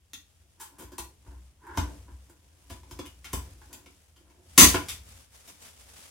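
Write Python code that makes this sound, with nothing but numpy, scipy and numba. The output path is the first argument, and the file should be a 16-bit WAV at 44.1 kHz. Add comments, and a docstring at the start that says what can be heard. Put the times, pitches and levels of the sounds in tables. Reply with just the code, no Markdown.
"""Hand rivet gun on a steel cylinder

A hand rivet gun is set on a hinge of an empty steel cylinder on a wooden bench and squeezed until the mandrel snaps.
Clicks and short slides are decaying bursts of ticks that excite resonances of gun, cylinder and wood. Stick-slip grains
scrape the cylinder, impulses boom in two bench modes, shaped noise makes the jacket, loose tools and air.
A small hard workshop rings after clicks and scrapes; the recorder's limiter holds the snap down."""
import sys
import numpy as np
from scipy import signal
from scipy.fft import rfft, irfft
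from scipy.io import wavfile
from scipy.ndimage import uniform_filter1d
from numba import njit

SR = 44100
rng = np.random.default_rng(int(sys.argv[2]) if len(sys.argv) > 2 else 0)


def dump(signal):
    """Clip the signal to [-1, 1] and save it as 16-bit WAV at the path in sys.argv[1]."""
    limited = np.clip(np.atleast_2d(signal).T, -1, 1)
    pcm = np.round(limited * 32767).astype(np.int16)
    wavfile.write(sys.argv[1], SR, pcm)


N = 269010
T = np.arange(N) / SR

# pushes on the bench: start_s, level_db, upper_mode_share (0-1), tool_clatter_db
PUSHES = [(0.845, -47, 0.4, -68), (0.996, -44, 0.27, -85), (1.281, -40, 0.22, -71), (1.342, -51.5, 0, -96),
          (1.453, -57, 0.3, -108), (1.782, -23.5, 0.71, -46.5), (2.119, -45, 0.14, -91),
          (2.712, -40, 0.78, -56), (2.924, -38, 0.5, -57.5), (2.996, -40, 1, -76),
          (3.335, -28.5, 0.5, -51.5), (3.515, -49, 0.55, -65), (3.622, -50.5, .26, -65),
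          (4.628, -21.5, 0.6, -19), (4.747, -29.5, 0.35, -40), (4.892, -47.5, 0.8, -46.5),
          (5.09, -49.5, 0.3, -71), (5.79, -56, 0.4, -75)]
# resonances of the empty cylinder: centre_hz, width_hz, level_db (relative)
CYLINDER = [(335, 13.3, 0), (429, 5.7, -2), (845, 80, -6), (1010.3, 72, 0.5), (1435, 82, -8.5),
            (1633, 120, -8.5), (2340, 31, -25)]
# resonances of the wood: centre_hz, width_hz, level_db (relative)
WOOD = [(185, 34, -3.5), (236.6, 13, -8), (293.3, 16, 9.5), (372, 190, -5.5), (510, 50.5, -2.5),
        (674, 37, -9.5)]


def undb(db):
    """Amplitude factor of a level in dB."""
    return 10 ** (np.asarray(db) / 20)


def unit(x):
    """Scale to rms 1 over all samples."""
    return x / np.sqrt(np.mean(x ** 2))


def ring(x, centre_hz, width_hz):
    """Resonance with gain 1 at its centre."""
    b, a = signal.iirpeak(min(centre_hz, .45 * SR), centre_hz / width_hz, SR)
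    return signal.lfilter(b, a, x)


def resonate(x, modes):
    """Sum of one object's modes with alternating signs."""
    return sum((-1) ** k * undb(level_db) * ring(x, centre_hz, width_hz)
               for k, (centre_hz, width_hz, level_db) in enumerate(modes))


def body(x, modes):
    """Resonances of one object, scaled so that a unit blow peaks near 1."""
    blow = np.r_[1., np.zeros(2000)]
    return resonate(x, modes) / np.abs(resonate(blow, modes)).max()


def coloured(spectrum, channels=2):
    """Unrelated noises with the given spectrum, rms 1."""
    hz, level_db = np.transpose(spectrum)
    bin_hz = np.arange(N // 2 + 1) * SR / N
    gain = undb(np.interp(np.log(bin_hz + 1), np.log(hz), level_db))
    return unit(irfft(rfft(rng.standard_normal((channels, N))) * gain, N))


def walk(rate_hz):
    """Slow random wander, rms 1: noise averaged twice over 1 / rate_hz."""
    window = int(SR / rate_hz)
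    once = uniform_filter1d(rng.standard_normal(N), window)
    return unit(uniform_filter1d(once, window))


def pair(noise, alike):
    """Left and right from two noises, with correlation `alike`."""
    alike = np.clip(alike, 0, 1)
    middle = np.sqrt((1 + alike) / 2) * noise[0]
    side = np.sqrt((1 - alike) / 2) * noise[1]
    return middle + side * np.array([[1], [-1]])


def swells(start_s, held_s, level_db, slopes_db_per_s):
    """Gain of events that rise, hold and fall at steady dB per second; their powers add."""
    rise, fall = slopes_db_per_s
    power = 0
    for start, held, level in np.broadcast(start_s, held_s, level_db):
        before_db = np.maximum(rise * (start - T), 0)
        after_db = np.maximum(fall * (T - start - held), 0)
        power = power + undb(level - before_db - after_db) ** 2
    return np.sqrt(power)


def rustle():
    """Broad grainy noise: sleeves, jacket swishes, and loose tools shaken by the pushes."""
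    # sleeves moving all the time: time_s, level_db
    sleeve_levels = [(0, -72.5), (.3, -68.5), (1.2, -67.5), (1.6, -67.5), (1.95, -60.5), (2.3, -66.5),
                     (3.2, -64), (3.7, -61.5), (4.3, -68.5), (5.0, -67.5), (5.3, -67), (6.1, -59)]
    # swishes of the jacket: start_s, held_s, level_db
    swishes = [(4.5, 0.022, -59), (5.085, 0.11, -58.5), (5.346, .06, -58), (5.49, 0.0057, -50),
               (5.625, 0.045, -50), (5.799, 0.039, -59.5), (5.89, 0.0068, -60.5), (5.966, 0.095, -55.5)]
    # noise spectrum: frequency_hz, density_db (relative, per Hz)
    cloth = [(88, -13), (150, -6.5), (249, -3.5), (328, -12.5), (475, -5.5), (1450, -9.5), (3490, -8),
             (9820, -9), (16000, -20.5)]
    swish_db_per_s, clatter_db_per_s = (307, 189), (593.5, 154)  # rise, fall
    slow_flicker_db, fast_flicker_db = 1., 1.24  # rms

    push_s, _, _, clatter_db = np.transpose(PUSHES)
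    sleeve_gain = undb(np.interp(T, *np.transpose(sleeve_levels)))
    swish_gain = swells(*np.transpose(swishes), swish_db_per_s)
    clatter_gain = swells(push_s, 0, clatter_db, clatter_db_per_s)
    flicker = undb(slow_flicker_db * walk(16) + fast_flicker_db * walk(320))
    return (sleeve_gain + swish_gain + clatter_gain) * flicker * pair(coloured(cloth), 0.017)


def air():
    """Steady background: shaped noise, nearly unrelated left and right."""
    # noise spectrum: frequency_hz, density_db (relative, per Hz)
    air_spectrum = [(15, -26.5), (25, -5.5), (76, 9.5), (263, -19), (677, -24), (1130, -25), (3340, -15),
                    (4250, -28), (10100, -25.5), (16000, -31.5)]
    air_db = -73
    return undb(air_db) * pair(coloured(air_spectrum), 0.16)


def bench():
    """Two low bending modes of the bench top, struck by pushes; it trembles around each and lightly all the time."""
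    # modes of the bench top, lower then upper: centre_hz, width_hz
    bench_modes = [(63, 4.7), (81, 10.8)]
    rest_tremble_db = -66.5
    aftershake_db, aftershake_lag_s = -17.5, 0.04  # relative to the push; delay of the peak
    aftershake_db_per_s = (156, 61.5)  # rise, fall

    push_s, push_db, upper_share, _ = np.transpose(PUSHES)
    upper_share = np.clip(upper_share, 0, 1)
    aftershake = swells(push_s + aftershake_lag_s, 0, push_db + aftershake_db, aftershake_db_per_s)
    tremble_gain = undb(rest_tremble_db) + aftershake
    out = 0
    for (hz, width_hz), share in zip(bench_modes, (1 - upper_share, upper_share)):
        force = np.zeros(N)
        # undo the resonator's bandwidth-dependent impulse height
        force[(push_s * SR).astype(int)] = undb(push_db) * share * SR / (np.pi * width_hz)
        boom = ring(ring(force, hz, width_hz), hz, 56)  # second, wider resonance softens the onset
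        tremble = tremble_gain * unit(ring(rng.standard_normal(N), hz, width_hz))
        out = out + boom + tremble
    return out


def clicks():
    """Each click or short slide is a rattle, sharp or slowly building, that rings gun, cylinder and wood."""
    # clicks and slides of the gun, the loudest being the mandrel breaking:
    # start_s, rattle_level_db, band_centre_hz, build_up_s, rattle_length_s, then relative to the rattle:
    # ping_db (struck part), top_treble_db, gun_steel_db, cylinder_ring_db, wood_knock_db
    gun_clicks = [(0.1333, -30, 3570, 0.00019, 0.0094, 12, -21, -21, -53, -36.5),
                  (0.596, -43, 8300, 0.012, 0.077, 8, -3, -35, -17, -50),
                  (0.782, -46, 8540, .012, 0.069, 2, -7, -38, -17, -17.5),
                  (0.819, -41.5, 4930, 0.0082, .016, 4, -7, -38, -16, -14.5),
                  (0.9173, -50, 4800, 0.0023, 0.037, 4, -21, -40, -16, -16),
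                  (0.9812, -40.5, 4300, 0.0004, 0.031, 16.5, 6, -40, -15.5, -28),
                  (1.259, -53, 1970, 0.0071, 0.026, 0, -21, -36, -13, -17),
                  (1.668, -55, 1700, 0, 0.022, 0, -2, -40, -4, -35),
                  (1.774, -26, 2920, 0, 0.024, -1, -25, -35, -18, -19),
                  (2.079, -61, 2160, 0.0038, 0.019, 0, -21, -40, -8, -2),
                  (2.296, -58.5, 8700, 0.0011, .022, 0, -3, -40, -14, -28),
                  (2.6985, -42.5, 3500, 0.0013, 0.044, 6.5, -11, -37, -19.5, -20.5),
                  (2.833, -53, 3380, 0, 0.01, 2, -36, -40, -16, -24),
                  (2.9098, -39.5, 5300, 0.0012, 0.015, 7, -28, -44, -19, -22.5),
                  (2.9887, -36, 3400, 0.0015, .021, 5, -38, -53, -22, -17),
                  (3.053, -45.5, 2930, 0.0023, 0.026, 10.5, -6, -47, -35, -29),
                  (3.2424, -35.5, 2240, 0.0032, 0.046, -2, -21, -51, -33, -43),
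                  (3.33, -25, 7940, 0.0022, 0.017, 4, -18, -33, -22.5, -19),
                  (3.614, -56, 3480, 0.0034, 0.016, 0, -17, -40, -7, -28),
                  (3.7285, -29, 7250, 0.0039, 0.0096, 9, -27, -40, -39, -34),
                  (3.861, -44.5, 2230, 0, 0.013, 5, -36, -40, -25, -26),
                  (4.16, -55, 3100, 0.0034, 0.032, 12, -21, -45, -24, -32),
                  (4.299, -56.5, 2800, 0.0015, 0.018, -2, -15, -46, -22, -34),
                  (4.577, 10, 6155, 0.006, 0.027, 9, -33, -25, -29.5, -33),
                  (4.7425, -21, 2240, 0, 0.028, -1.5, -34, -53, -20, -20.5),
                  (4.883, -29.5, 3560, 0.0044, 0.056, 2.5, -10.5, -57, -35, -59),
                  (5.477, -45.5, 5730, 0.00035, 0.034, 4, -19, -35, -31, -27.5)]
    # resonances of the gun's steel: centre_hz, width_hz, level_db (relative)
    gun_modes = [(2430, 250, -7), (3503, 9.6, 3), (3630, 60, -2.5), (4540, 40, -7.5), (6250, 6.5, -4),
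                 (6364, 150, 9.5), (6970, 120, -5.5), (8010, 100, -7), (10500, 170, -21.5)]
    ping_width_hz, grit_db = 110, 2.5  # grit: spread of tick levels
    gun_pan_db = 2.05  # left minus right

    metal, steel, hollow, knock = np.zeros((4, N))
    t = T[:6000]
    for (start_s, level_db, hz, build_s, length_s,
         ping_db, top_db, steel_db, ring_db, knock_db) in gun_clicks:
        at = slice(int(start_s * SR), int(start_s * SR) + len(t))
        tick_db = grit_db * (rng.exponential(size=len(t)) - 1.5)
        ticks = rng.standard_normal(len(t)) * undb(tick_db)
        ticks[0] = 5.9  # fixed first tick, strong only where the build-up is short
        build_up = np.minimum((t + 1 / SR) / max(build_s, 1 / SR), 1)
        decay = np.exp(-3 * t / max(length_s, .001))
        rattle = undb(level_db) * ticks * build_up * decay
        metal[at] += ring(rattle, hz, 1.65 * hz)
        metal[at] += undb(ping_db) * ring(rattle, hz, ping_width_hz)
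        metal[at] += undb(top_db) * ring(rattle, 8800, 6100)
        steel[at] += undb(steel_db) * rattle
        hollow[at] += undb(ring_db) * rattle
        knock[at] += undb(knock_db) * rattle
    gun = metal + body(steel, gun_modes)
    pan = undb(np.array([[.5], [-.5]]) * gun_pan_db)
    return pan * gun + body(hollow, CYLINDER) + body(knock, WOOD)


def scrape():
    """Stick and slip of the nose: uneven grains into the cylinder wall, and the cylinder rocking on the wood."""
    # strokes of the nose on the hinge: start_s, held_s, cylinder_scrape_db, wood_rocking_db
    strokes = [(.43, 0.023, -100, -77), (0.597, 0.051, -65, -69), (.73, 0.012, -70, -63.5),
               (0.793, 0.017, -56.5, -88), (.985, 0.0055, -72, -84), (1.04, 0.048, -100, -62),
               (1.263, 0.065, -65, -60.5), (1.647, 0.14, -51.5, -64), (1.86, 0.047, -65.5, -51),
               (2.085, 0.014, -63.5, -77), (2.295, 0.011, -79, -64), (2.41, 0.36, -82, -74.5),
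               (2.7, 0.019, -70.5, -60), (2.88, 0.13, -75, -63), (3.0, 0.049, -65.5, -66),
               (3.28, 0.13, -65, -76), (3.44, 0.12, -92, -68.5), (3.719, 0.022, -59.5, -55),
               (3.83, 0.07, -86, -67.5), (4.19, 0.016, -85, -64.5), (4.27, 0.034, -71, -67.5),
               (4.36, 0.11, -85, -65)]
    stroke_db_per_s = (516, 205)  # rise, fall

    start_s, held_s, scrape_db, rock_db = np.transpose(strokes)
    grain_db = 2.5 * rng.exponential(size=(2, N)) + 2.5 * walk(60)
    grains = rng.standard_normal((2, N)) * undb(grain_db)
    wall = swells(start_s, held_s, scrape_db, stroke_db_per_s) * unit(body(grains[0], CYLINDER))
    rocking = swells(start_s, held_s, rock_db, stroke_db_per_s) * unit(body(grains[1], WOOD))
    return wall + rocking


def workshop(x):
    """Dense decaying noise echoes, each band with its own decay time, different ones at each ear."""
    # reverberation by band: centre_hz, t60_s
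    room_bands = [(200, 0.27), (800, 0.23), (3000, 0.28), (8000, 0.21), (14000, 0.26)]
    echo_db, onset_s = -34, 0.0053

    t = T[:SR // 2]
    echoes = 0
    for hz, t60_s in room_bands:
        noise = rng.standard_normal((2, len(t)))
        band = unit(ring(ring(noise, hz, 1.51 * hz), hz, 1.51 * hz))
        echoes = echoes + band * np.sqrt(hz / 3000) * undb(-60 * t / t60_s)
    echoes = echoes * np.clip(t / onset_s, 0, 1)
    # long waves reach both microphones more alike
    apart = (echoes[0] - echoes[1]) / 2
    echoes = echoes - 0.58 * ring(apart, 270, 690) * np.array([[1], [-1]])
    return signal.fftconvolve(x, undb(echo_db) * echoes, axes=1)[:, :N]


def scene():
    """Gun and cylinder with their echoes, over rustle, air and bench set slightly left."""
    surroundings = rustle() + air() + bench()
    near = clicks() + scrape()
    pan = undb([[.6], [-.6]])
    return near + workshop(near) + pan * surroundings


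@njit
def limit(x, top, release):
    """Gain drops at once when a peak passes the top and recovers as the peak envelope decays."""
    y, envelope = np.empty_like(x), 0.
    for i in range(x.shape[1]):
        envelope = max(abs(x[0, i]), abs(x[1, i]), envelope * release)
        y[:, i] = x[:, i] * min(1., top / (envelope + 1e-9))
    return y


def record(dry):
    """A dip in the microphone's response, the limiter, the top cut."""
    # microphone dip: centre_hz, width_hz, depth (0-1)
    dip_hz, dip_width_hz, dip_depth = (4150, 1000, 0.29)
    limit_db, release_s, top_hz = -2.0, 0.00069, 16000

    dipped = dry - dip_depth * ring(dry, dip_hz, dip_width_hz)
    held = limit(dipped, undb(limit_db), np.exp(-1 / (release_s * SR)))
    top_cut = signal.ellip(8, .2, 70, top_hz, fs=SR, output="sos")
    return signal.sosfilt(top_cut, held)


dry = scene()
out = record(dry)
dump(out)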